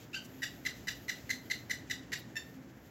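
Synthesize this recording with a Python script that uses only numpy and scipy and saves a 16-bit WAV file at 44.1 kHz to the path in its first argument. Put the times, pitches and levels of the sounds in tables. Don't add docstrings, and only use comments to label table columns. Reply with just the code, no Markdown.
import sys
import numpy as np
from scipy import signal
from scipy.fft import rfft, irfft
from scipy.io import wavfile
from scipy.ndimage import map_coordinates

SR = 44100
rng = np.random.default_rng(int(sys.argv[2]) if len(sys.argv) > 2 else 0)


def file_out(sig):
    cols = np.atleast_2d(sig).T
    lim = np.clip(cols, -1, 1)
    pcm = np.round(lim * 32767).astype(np.int16)
    wavfile.write(sys.argv[1], SR, pcm)


N = 127890

# start_s, start_hz, held_hz, settle_s, drop_share, length_s, level_db, roughness, second_db, higher_db
SQUEAK_EVENTS = [ (0.13, 1127, 1681, .011, 0.202, .040, -45.5, 0.25, 4, -4),
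                 (0.42, 2040, 1933, 0.0011, 0.382, .015, -38.5, 0.48, -1, 0),
                 (0.651, 2180, 2036, 0.00098, 0.37, 0.013, -37, 0.34, -0.5, 0.5),
                 (0.871, 2210, 2021, 0.00077, 0.43, .013, -38.5, 0.53, 1.5, 0.5),
                 (1.081, 2186, 2015, .0008, 0.28, 0.014, -38.5, 0.42, -1.5, 0.5),
                 (1.293, 2590, 2066, 0.00088, 0.24, 0.013, -36.5, 0.22, 0.5, 1.5),
                 (1.4999, 2470, 2077, 0.00074, .25, 0.011, -36, 0.2, 1.5, 0.5),
                 (1.697, 2560, 2029, 0.00078, 0.24, .0125, -36, 0.22, -2, 1),
                 (1.898, 2405, 1976, 0.00092, 0.33, 0.012, -39, 0.43, 1.5, 2),
                 (2.119, 2868, 1915, 0.0019, 0.27, .014, -39, 0.64, -0.5, -0.5),
                 (2.355, 1700, 1825, 0.0026, .01, .021, -42, .3, -4, -2), ]
# freq_hz, gain_db
MOUTH_CURVE = [(700, -29), (1150, -26), (1500, -2), (2000, 4), (2330, -7.5), (2750, 1), (3200, -8.5),
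               (3700, -6), (4150, -9.5), (4600, -2.5), (6000, -11.5), (7200, -7.5), (8200, -17.5),
               (10300, -21.5), (12300, -21), (15500, -31)]
# freq_hz, gain_db
DIRECT_CURVE = [(2000, -1.5), (3200, -4), (7000, -6), (11000, 1.5)]
# delay_s, gain_db
WALL_ECHOES = [(0.01, 2), (.0130, 1), (0.022, -15), (0.039, -8)]
# freq_hz, gain_db
ROOM_MODES = [(1814, 6), (1993, 3), (2640, 8), (2877, 7), (4133, 10.5), (6020, 8)]
# freq_hz, gain_db
TAIL_CURVE = [(1000, 5.5), (2000, -2.5), (3500, 8), (7000, 4), (12000, 7.5)]
# freq_hz, gain_db
HISS_BODY_CURVE = [(900, -12), (2000, -3.5), (3000, -1), (4200, -6), (7000, -4), (10000, -14), (13000, -24)]
# freq_hz, gain_db
HISS_TOP_CURVE = [(7000, -28), (10000, -11), (12500, 2.5), (15500, -4.5)]
# time_s, body_db, top_db
HISS_ENVELOPE = [(0, -57, -62.5), (.1, -69.5, -72), (.33, -63.5, -64), (0.601, -66, -66.5),
                 (.8, -62.5, -67.5), (1.02, -65, -64.5), (1.2, -62, -67.5), (1.4, -65.5, -66.5),
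                 (1.65, -65.5, -67.5), (1.95, -66, -82), (2.301, -67.5, -76), (2.5, -67.5, -68),
                 (2.68, -73, -82), (2.8, -70.5, -71), (2.9, -69.5, -71)]
# peak_s, width_s, level_db, centre_hz
FINGER_BRUSHES = [(0.254, 0.011, -53.5, 7500), (2.194, 0.015, -55, 14100)]
# freq_hz, gain_db
RUMBLE_CURVE = [(20, -49), (35, -34), (58, 0), (85, -4), (120, 3), (180, -0.5), (300, -2), (430, -9),
                (750, -14), (1100, -21), (1900, -18), (3000, -34), (8000, -40)]
# time_s, level_db
RUMBLE_ENVELOPE = [(0, -52), (.5, -51), (1.5, -51), (2.3, -51), (2.65, -52), (2.9, -53.5)]
# peak_s, width_s, gain_db
SWELLS = [(.36, 0.1, 13.5), (1.351, 0.091, 10), (1.98, 0.2, 9.5), (2.581, .06, 16.5)]
# freq_hz, gain_db
MIC_CURVE = [(20, -2), (7400, 1), (8100, -7), (8700, -14), (9400, -11), (10200, -5), (11500, -1),
             (16000, 1.5)]


def squeak(start_hz, held_hz, settle_s, drop_share, length_s, roughness, second_db, higher_db):
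    size = 4096
    sag_share, jitter_share, attack_share, release_share = 0.014, 0.055, 0.12, 0.16
    air_db, pop_db, pop_s = -11.5, -6, 0.0042
    t = np.arange(size) / SR
    progress = np.minimum(t / length_s, 1)
    fall_hz = held_hz * (1 - sag_share * progress - drop_share * progress ** 5)
    pitch_hz = fall_hz + (start_hz - held_hz) * np.exp(-t / settle_s)
    pitch_hz *= 1 + jitter_share * roughness * walk(1204, size)
    phase = 2 * np.pi * np.cumsum(pitch_hz) / SR
    bright_db = 3 - 8.5 * progress
    tone = np.zeros(size)
    for k in np.arange(2, 19) / 2:
        partial_db = 0 if k < 2 else bright_db + (second_db if k == 2 else higher_db)
        gain = undb(partial_db) * (0.76 * roughness if k % 1 else 1)
        tone += gain * gain_at(k * pitch_hz, MOUTH_CURVE) * np.sin(k * phase + 2 * np.pi * rng.random())
    noise = unit(colour(rng.standard_normal(size), MOUTH_CURVE))
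    air = noise * (1 + np.cos(phase)) * roughness * undb(air_db)
    pop = noise * undb(pop_db) * np.exp(-t / pop_s)
    envelope = np.clip(progress / attack_share, 0, 1) * np.clip((1 - progress) / release_share, 0, 1)
    return (tone + air) * envelope + pop


def squeaks():
    out = np.zeros(N)
    for start_s, *contour, level_db, roughness, second_db, higher_db in SQUEAK_EVENTS:
        sound = squeak(*contour, roughness, second_db, higher_db)
        i = int(start_s * SR)
        out[i:i + len(sound)] += undb(level_db) * sound
    return out


def room(x):
    onset_s, split_hz = 0.0085, 3000
    low_t60_s, high_t60_s, mode_t60_s = 0.3, 0.26, 0.32
    t = np.arange(SR // 2) / SR
    tail = np.zeros(len(t))
    for band, t60_s in (("low", low_t60_s), ("high", high_t60_s)):
        sos = signal.butter(2, split_hz, band, fs=SR, output="sos")
        tail += signal.sosfilt(sos, rng.standard_normal(len(t))) * 1000 ** (-t / t60_s) * (t > onset_s)
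    response = colour(tail / np.linalg.norm(tail), TAIL_CURVE) * undb(-0.5)
    for delay_s, gain_db in WALL_ECHOES:
        response[int(delay_s * SR)] += undb(gain_db)
    decay_per_s = np.log(1000) / mode_t60_s
    ring_down = 2 * decay_per_s / SR * np.exp(-decay_per_s * t)
    for freq_hz, gain_db in ROOM_MODES:
        response += undb(gain_db) * ring_down * np.sin(2 * np.pi * freq_hz * t)
    return colour(x, DIRECT_CURVE) + signal.fftconvolve(x, response)[:N]


def fur_and_hiss(t):
    flicker_db, flicker_hz = 2, 34.46
    time_s, body_db, top_db = np.array(HISS_ENVELOPE).T
    out = np.zeros(N)
    for curve, level_db in ((HISS_BODY_CURVE, body_db), (HISS_TOP_CURVE, top_db)):
        out += unit(colour(rng.standard_normal(N), curve)) * undb(np.interp(t, time_s, level_db))
    out *= undb(flicker_db * walk(flicker_hz, N))
    for peak_s, width_s, level_db, centre_hz in FINGER_BRUSHES:
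        curve = [(centre_hz / 4, -14), (centre_hz, 0), (centre_hz * 3, -10)]
        hiss = unit(colour(rng.standard_normal(N), curve))
        out += hiss * undb(level_db) * np.exp(-((t - peak_s) / width_s) ** 2)
    return out


def rumble(t):
    time_s, level_db = np.array(RUMBLE_ENVELOPE).T
    return unit(colour(rng.standard_normal(N), RUMBLE_CURVE)) * undb(np.interp(t, time_s, level_db))


def hum(t):
    centre_hz, base_db, waver_db = 261.6, -61.5, 1.5
    pitch_hz = centre_hz * (1 + 0.01366 * walk(12, N))
    phase = 2 * np.pi * np.cumsum(pitch_hz) / SR
    swell_db = sum(db * np.exp(-((t - peak_s) / width_s) ** 2) for peak_s, width_s, db in SWELLS)
    return np.sin(phase) * undb(base_db + swell_db + waver_db * walk(6.76, N))


def undb(db):
    return 10 ** (np.asarray(db) / 20)


def unit(x):
    return x / np.sqrt(np.mean(x ** 2))


def gain_at(hz, points):
    f, db = np.array(points, float).T
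    return undb(np.interp(np.log(hz + 1), np.log(f), db))


def colour(x, points):
    size = 2 * len(x)
    return irfft(rfft(x, size) * gain_at(np.fft.rfftfreq(size, 1 / SR), points), size)[:len(x)]


def walk(rate_hz, size):
    u = np.arange(size) * rate_hz / SR
    return map_coordinates(rng.standard_normal(4096), [u], order=3, mode="wrap")


def scene():
    t = np.arange(N) / SR
    return (room(squeaks()) + fur_and_hiss(t) + rumble(t) + hum(t))[None]


def record(dry):
    cutoff_hz = 15850
    lowpass = signal.ellip(10, 0.2, 70, cutoff_hz, fs=SR, output="sos")
    return signal.sosfilt(lowpass, colour(dry[0], MIC_CURVE))[None]


dry = scene()
out = record(dry)
file_out(out)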